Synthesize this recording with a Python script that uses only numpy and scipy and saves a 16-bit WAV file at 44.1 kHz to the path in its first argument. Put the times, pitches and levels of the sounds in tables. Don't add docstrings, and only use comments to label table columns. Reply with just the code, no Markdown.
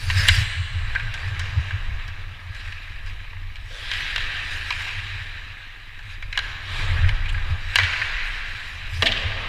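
import sys
import numpy as np
from scipy import signal
from scipy.fft import rfft, irfft, next_fast_len
from scipy.io import wavfile
from scipy.ndimage import uniform_filter1d, map_coordinates

SR = 44100
rng = np.random.default_rng(int(sys.argv[2]) if len(sys.argv) > 2 else 0)


def bounce(signal):
    frames = np.transpose(np.atleast_2d(signal))
    limited = np.clip(frames, -1, 1)
    pcm = np.round(limited * 32767).astype(np.int16)
    wavfile.write(sys.argv[1], SR, pcm)


N = 418068

# (time [s], buffet level [dB], mount shake level [dB])
AIR_FLOW = [(0.0, -28, -33), (0.22, -24.5, -19.5), (0.62, -36, -37.5), (1.02, -25.5, -30),
            (1.6, -38, -31.5), (1.95, -27.5, -37), (2.42, -41.5, -42), (3.05, -31.5, -42),
            (3.9, -34.5, -42.5), (5.25, -35.5, -39), (5.8, -43.5, -51), (6.25, -31.5, -41),
            (6.64, -37.5, -42.5), (6.97, -18, -20.5), (7.22, -23, -31.5), (7.55, -26, -35.5),
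            (7.9, -39, -34.5), (8.25, -30, -48), (8.65, -38.5, -40.5), (9.0, -32, -31),
            (9.48, -28.5, -39.5)]
# (centre [Hz], width [Hz], relative level [dB])
BLADE_MODES = [(1615, 126, 3), (2085, 520, -1), (2350, 99, 5)]


def amp(db):
    return 10 ** (np.asarray(db) / 20)


def unit(x):
    return x / np.sqrt(np.mean(x ** 2) + 1e-20)


def along(points, hz):
    f, v = np.transpose(points)
    return np.interp(np.log(hz + 1), np.log(f + 1), v)


def curves(rows):
    s, *columns = np.transpose(rows)
    return [np.interp(np.arange(N) / SR, s, column) for column in columns]


def wobble(rate):
    knots = rng.standard_normal(int(N * rate / SR) + 4)
    return map_coordinates(knots, [np.arange(N) * rate / SR])


def filtered(x, response):
    m = next_fast_len(len(x) + 4096)
    return irfft(rfft(x, m) * response(np.fft.rfftfreq(m, 1 / SR)), m)[:len(x)]


def coloured(x, spectrum):
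    return unit(filtered(x, lambda hz: amp(along(spectrum, hz))))


def resonance(f, centre, width):
    return 1j * f * width / (centre * centre - f * f + 1j * f * width)


def struck(x, modes, detune=0.027, scatter_db=0.5):
    chance = rng.standard_normal((len(modes), 2))
    varied = []
    for (centre, width, db), (a, b) in zip(modes, chance):
        varied.append((centre * np.exp(detune * a), width, amp(db + scatter_db * b)))

    def response(f):
        return sum((-1) ** k * gain * resonance(f, centre, width)
                   for k, (centre, width, gain) in enumerate(varied))

    return unit(filtered(x, response))


def softened(x, hz):
    return signal.sosfilt(signal.butter(N=4, Wn=min(hz, .45 * SR), fs=SR, output="sos"), x)


def add(track, s, sound):
    place = track[max(0, round(s * SR)):][:len(sound)]
    place += sound[:len(place)]


def chips(rate, spread_db, hiss):
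    count = rng.poisson(rate / SR, N)
    size = amp(spread_db * np.minimum(rng.exponential(size=N), 3))
    snaps = unit(count * size * rng.choice([-1, 1], N))
    return unit(snaps + hiss * rng.standard_normal(N))


def patchy(x, depth_db):
    z = signal.stft(x, nperseg=512)[2]
    across_bands = uniform_filter1d(rng.standard_normal(z.shape), size=5, axis=0)
    field = uniform_filter1d(across_bands, size=10, axis=1)
    return signal.istft(z * amp(depth_db * unit(field)), nperseg=512)[1][:N]


def skates(carving, spraying, scraping):
    # (frequency [Hz], relative level [dB])
    carve_spectrum = [(700, -42), (1380, -7.5), (1480, -7.5), (1620, 2.5), (1900, 2), (2100, -2), (2400, 1),
                      (2900, -2.5), (3500, -9), (3950, -5), (4400, -18.5), (5500, -26.5), (8000, -35),
                      (15000, -64)]
    spray_spectrum = [(2500, -1.5), (4800, 14), (6300, 3), (7700, 2.5), (8600, -2), (9600, 2.5),
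                      (11200, -9.5), (13000, -7), (15500, -16)]
    scrape_spectrum = [(100, 10), (200, -5.5), (350, -5.5), (600, -4), (760, -1.5), (1020, 1.5),
                       (1300, 4.5), (1700, -31), (3000, -44.5)]
    chatter_db = 0.58 * wobble(25) + 0.62 * wobble(110)
    carve = coloured(patchy(chips(rate=2500, spread_db=4.0, hiss=1.64), depth_db=1.37), carve_spectrum)
    spray = coloured(patchy(chips(rate=4000, spread_db=3.0, hiss=0.91), depth_db=3.4), spray_spectrum)
    scrape = coloured(patchy(chips(rate=900, spread_db=2.5, hiss=1.6), depth_db=0.5), scrape_spectrum)
    shaved = amp(-3.5) * carving * carve
    snow = amp(-4.0) * spraying * spray
    return amp(chatter_db) * (shaved + snow) + scraping * scrape


def skating():
    # (time of full pressure [s], rise [s], hold [s], fade [dB/s], carving level [dB],
    # snow spray relative to carving [dB], deep scrape relative to carving [dB])
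    stroke_rows = [(0.02, 0.13, 0.016, 40, -36, -2.5, -17), (0.19, 0.25, 0.18, 54, -23.5, -6, -27),
                   (0.861, 0.42, 0.049, 16, -34.5, -23, -12), (1.17, 0.078, 0.046, 8.5, -35, -16, -9.5),
                   (1.43, .05, 0.12, 8.1, -39, -28, -9), (2.58, 0.16, .05, 11.6, -37.5, -14.5, -17.5),
                   (3.08, 0.045, .03, 63, -46, -8, -5), (3.761, 0.22, 0.055, 18, -37, -9, -11.5),
                   (3.95, 0.24, 0.04, 10.5, -26, -16, -17.5), (4.21, .06, .04, 10.7, -28.5, -19.5, -15),
                   (4.52, 0.24, 0.033, 7.3, -35, -8, -14), (4.82, 0.26, 0.036, 25, -29.5, -14.5, -28),
                   (6.12, 0.28, 0.019, 160, -38.5, -14.5, -19), (6.441, 0.23, 0.041, 20, -34, -16, -9),
                   (6.79, 0.27, 0.027, 24, -28, -15.5, -8.5), (7.499, 0.46, 0.035, 130, -35, -16.5, -5.5),
                   (7.79, 0.41, .15, 9.5, -27, -18, -15.5), (8.27, .12, .03, 11, -36.5, -12, -30),
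                   (8.68, 0.4, 0.019, 35, -58.5, 11.5, -23), (8.96, 0.17, 0.032, 17, -44.5, 3, -16),
                   (9.07, 0.1, 0.084, 27, -27.5, -24, -26), (9.42, 0.33, .05, 14, -32.5, -30, -4)]
    spray_fades = 2.56
    glide_db, glide_spray_db, glide_scrape_db, glide_grows = -43, -59.5, -51.5, 0.59
    _, flow_db = curves(AIR_FLOW)
    glide = amp(glide_grows * (flow_db - flow_db.mean()))
    carve, spray, scrape = [(amp(db) * glide) ** 2 for db in (glide_db, glide_spray_db, glide_scrape_db)]
    for s, rise, hold, fade, db, spray_db, scrape_db in stroke_rows:
        pressure = amp(db) * stroke(s, rise, hold, fade)
        carve += pressure ** 2
        scrape += (amp(scrape_db) * pressure) ** 2
        spray += (amp(db + spray_db) * stroke(s, rise, hold, spray_fades * fade)) ** 2
    return np.sqrt([carve, spray, scrape])


def stroke(s, rise, hold, fade):
    t = np.arange(N) / SR - s
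    build = np.clip(1 + t / max(rise, .01), 0, 1) ** 2
    return build * amp(-abs(fade) * np.maximum(t - hold, 0))


def clacks():
    # (time [s], relative level [dB], rebound delay [s],
    # shaft knock [dB], snap [dB], strongest ring [Hz])
    contacts = [(0.1001, -14, .007, -16, -6.5, 1750), (0.2855, -0.5, 0.0047, -29, -6.5, 2083),
                (0.951, -16.5, .003, -17, -15, 2030), (0.9575, -13, 0.0038, -25, -31, 1560),
                (0.9982, -21, 0.0081, -32, -15, 2520), (1.708, -23.5, .003, -35, -14, 1610),
                (2.7236, -27.5, 0.0022, -21, -7.5, 2560), (3.3316, -29.5, 0.0021, -16, -26.5, 1880),
                (3.557, -31, .009, -23, -5, 2470), (3.915, -14.5, 0.021, -22, -7, 2150),
                (4.1607, -16.5, 0.019, -16.5, -2, 1770), (4.7054, -14.5, .019, -24, -7.5, 2490),
                (5.9918, -35, 0.00194, -14, -6, 1580), (6.2251, -22, .002, -34, -15, 2140),
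                (6.327, -18.5, 0.0038, -32, -10.5, 2560), (6.3749, -13.5, .015, -15, -2, 1630),
                (7.0906, -15, 0.00196, -20, -10.5, 2240), (7.2573, -23, 0.0076, -29, -13, 2460),
                (7.3437, -23, .003, -29, -20, 1650), (7.3762, -26, .003, -20, -36, 1540),
                (7.7573, -5, 0.0021, -21, -5, 1707), (7.7865, -2.5, 0.012, -21.5, -13.5, 1885),
                (7.8335, -14, 0.0078, -37, -7, 1710), (7.9329, -11, 0.0048, -31, -20, 2040),
                (8.0155, -11.5, 0.00197, -23.5, -24, 1790), (9.0227, -10.5, 0.0068, -11, -2, 1810),
                (9.3183, -21, 0.0038, -19, -22, 2320)]
    # (time [s], relative level [dB])
    landings = [(1.1398, -23), (1.3943, -21), (2.08, -31.5), (2.548, -33.5), (3.0629, -37)]
    rebound_db = -4.5
    crack_db = -17
    track = np.zeros(N)
    for s, db, rebound, knock_db, snap_db, hz in contacts:
        for delay, loss_db in [(0, 0), (rebound, rebound_db)]:
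            blow = clack(knock_db, snap_db, snap_db + crack_db, hz, t60=0.035)
            add(track, s + delay, amp(db + loss_db) * blow)
    for s, db in landings:
        add(track, s, amp(db) * clack(knock_db=-19, snap_db=-8, crack_db=-13, hz=1590, t60=0.1))
    return filtered(track, lambda f: (1j * f / (330 + 1j * f)) ** 2)


def clack(knock_db, snap_db, crack_db, hz, t60):
    # (centre [Hz], width [Hz], relative level [dB])
    shaft_modes = [(517, 1100, -8), (640, 15, -25), (1080, 210, 10.5)]
    snap_modes = [(2827, 174, 3.5), (3220, 350, -3.5), (3980, 190, -1.5), (4860, 710, -20)]
    # (frequency [Hz], relative level [dB])
    crack_spectrum = [(1000, -1), (3500, -4.5), (5200, 5.5), (6500, 2), (8500, -7.5), (9800, -6),
                      (11500, -25), (15500, -21)]
    t = np.arange(SR // 10) / SR
    contact = rng.standard_normal(len(t)) * amp(-60 * t / max(t60, .004))
    contact[0] += 6.5
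    brief = contact * amp(-60 * t / 0.13)
    tone = struck(contact, [(hz, 65, 0)], detune=0.0058)
    blade = amp(-1.5) * struck(contact, BLADE_MODES)
    shaft = amp(knock_db + 9.0) * struck(contact, shaft_modes)
    body = blade + amp(-2.5) * tone + shaft
    snap = amp(snap_db + 5.5) * struck(brief, snap_modes)
    crack = amp(crack_db + 4.5) * coloured(brief, crack_spectrum)
    return amp(-20.0) * (softened(body, hz=3700) + softened(snap, hz=4960) + crack)


def scuffs():
    # (time [s], level [dB], length, at least 0.005 [s], centre [Hz])
    drags = [(0.109, -33.5, 0.29, 1710), (0.276, -22, 0.015, 2930), (0.283, -22, .005, 8900),
             (3.68, -40.5, 0.54, 3260), (6.342, -35.5, 0.033, 2200), (6.636, -40.5, 0.26, 3430),
             (6.677, -58, 0.26, 7400), (6.959, -32.5, 0.045, 1800), (7.025, -33, 0.036, 1750),
             (7.282, -34, .025, 2900), (7.286, -53, 0.021, 7440), (7.32, -57, 0.019, 8500),
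             (7.755, -31, 0.002, 9050), (7.775, -39, 0.0094, 5700), (8.051, -37.5, 0.34, 1940),
             (9.054, -19.5, 0.028, 3210), (9.058, -21.5, 0.019, 2060), (9.06, -45, 0.014, 8300),
             (9.079, -23.5, 0.015, 2740), (9.114, -24, 0.016, 3280), (9.165, -28.5, 0.02, 2960)]
    track = np.zeros(N)
    for s, db, length, hz in drags:
        swell = np.hanning(round(max(length, .005) * SR)) ** 0.35
        grit = chips(rate=1500, spread_db=-1.0, hiss=0.35)[:len(swell)] * swell
        band = filtered(grit, lambda f: resonance(f, hz, hz / 2) ** 3)
        add(track, s, amp(db) * unit(band))
    return track


def taps(carving, rate=7, spread_db=5):
    blows = rng.poisson(rate / SR, N) * np.sqrt(carving) * amp(spread_db * rng.random(N))
    return amp(-51.5) * softened(struck(blows, BLADE_MODES), hz=2790)


def boards():
    # (time [s], starting level [dB], panel resonance [Hz], t60 [s])
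    thuds = [(3.706, -47.5, 533, 0.43), (3.775, -45, 620, 0.18), (4.706, -21, 1050, 0.047),
             (4.798, -35, 900, 0.067), (4.864, -38.5, 980, .07), (7.797, -23, 1170, 0.084),
             (9.022, -26, 463, 0.083)]
    track, t = np.zeros(N), np.arange(SR) / SR
    for s, db, hz, t60 in thuds:
        rattle = unit(filtered(rng.standard_normal(SR), lambda f: resonance(f, hz, 0.24 * hz) ** 2))
        add(track, s, amp(db - 60 * t / max(t60, .01)) * rattle)
    return track


def goal(t60=0.37):
    # (time [s], starting level [dB])
    post_hit = (9.023, -25)
    # (centre [Hz], width [Hz], relative level [dB])
    frame_modes = [(207, 16, 0.5), (323, 49, -10.5), (467, 43, -28), (680, 100, -6)]
    track, t = np.zeros(N), np.arange(SR) / SR
    s, db = post_hit
    shudder = struck(rng.standard_normal(SR), frame_modes, detune=0, scatter_db=0)
    add(track, s, amp(db - 60 * t / t60) * shudder)
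    return track


def hall(x, build=0.0056):
    # (frequency [Hz], t60 [s])
    reverberation = [(150, 1.4), (1000, 3.5), (2200, 2.26), (4000, 2.2), (8000, 1.9), (15000, 1.56)]
    hz, t, z = signal.stft(rng.standard_normal(2 * SR), SR, nperseg=256)
    decay = amp(-60 * t / along(reverberation, hz)[:, None])
    onset = 1 - np.exp(-t / build)
    tail = signal.istft(z * decay * onset, SR, nperseg=256)[1]
    return signal.fftconvolve(x, tail / np.linalg.norm(tail))[:N]


def air():
    # (frequency [Hz], relative level [dB])
    buffet_spectrum = [(8, -6), (18, 2.5), (26, 7), (45, -6), (62, -11), (100, -34), (200, -41), (500, -59),
                       (1200, -120)]
    mount_spectrum = [(40, -51), (68, -7), (90, 7), (112, -6.5), (130, -17.5), (160, -27), (200, -45),
                      (400, -61), (1000, -120)]
    flutter_spectrum = [(60, -25), (125, 8.5), (165, -7.5), (220, -18), (350, -34), (600, -15), (1200, -70)]
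    # (time [s], peak shake level [dB])
    head_jolts = [(0.39, -15.5), (0.6, -24), (0.75, -29.5), (1.59, -17), (1.76, -26), (2.5, -31.5),
                  (7.07, -14.5), (7.521, -21), (8.98, -24.5), (9.261, -25.5)]
    jolt_s = 0.038
    flutter_db, flutter_grows = -32, 1.54
    buffet_db, shake_db = curves(AIR_FLOW)
    t = np.arange(N) / SR
    jolts = sum(amp(db) * np.exp(-((t - s) / jolt_s) ** 2) for s, db in head_jolts)
    shaking = np.hypot(amp(shake_db + 3.4 * wobble(13)), jolts)
    buffet = amp(buffet_db + 2.24 * wobble(9)) * rumble(buffet_spectrum, steady=0.84)
    flutter_level = amp(flutter_db + flutter_grows * (shake_db - shake_db.max()))
    flutter = flutter_level * rumble(flutter_spectrum, steady=0.3)
    return buffet + shaking * rumble(mount_spectrum, steady=0.55) + flutter


def rumble(spectrum, steady):
    x = coloured(rng.standard_normal(N), spectrum)
    power = np.abs(uniform_filter1d(x * x, size=4000)) + 1e-6
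    return unit(x / power ** (steady / 2))


def ticking():
    start_s, period_s, peak_db, centre_hz = 0.038, 0.1024, -47.5, 184
    pulses = np.zeros(N)
    pulses[(np.arange(start_s, N / SR, period_s) * SR).astype(int)] = 1
    ticks = filtered(pulses, lambda f: resonance(f, centre_hz, centre_hz) ** 2)
    return amp(peak_db) * ticks / np.abs(ticks).max()


def scene():
    carving, spraying, scraping = skating()
    blows = clacks() + scuffs() + taps(carving) + boards() + goal()
    scattered = blows * (0.66 + 0.73 * wobble(450))
    echo = hall(softened(scattered, hz=7700))
    return (skates(carving, spraying, scraping) + blows + amp(-6.0) * echo + air())[None]


def record(dry):
    # (centre [Hz], width [Hz], level against the direct sound [dB])
    case_modes = [(1534, 110, -16), (3060, 34, -40), (3840, 37, -20), (4750, 120, -5), (5550, 120, -6.5),
                  (5760, 100, -9), (6620, 120, -3.5), (7530, 100, -1)]
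    x = filtered(dry[0], lambda f: 1 + sum(amp(db) * resonance(f, c, w) for c, w, db in case_modes))
    x = x + amp(-67.5) * rng.standard_normal(N) + ticking()
    rounded = x / (1 + np.abs(x) ** 8) ** (1 / 8)
    return filtered(rounded, lambda hz: hz < 15500)[None]


dry = scene()
out = record(dry)
bounce(out)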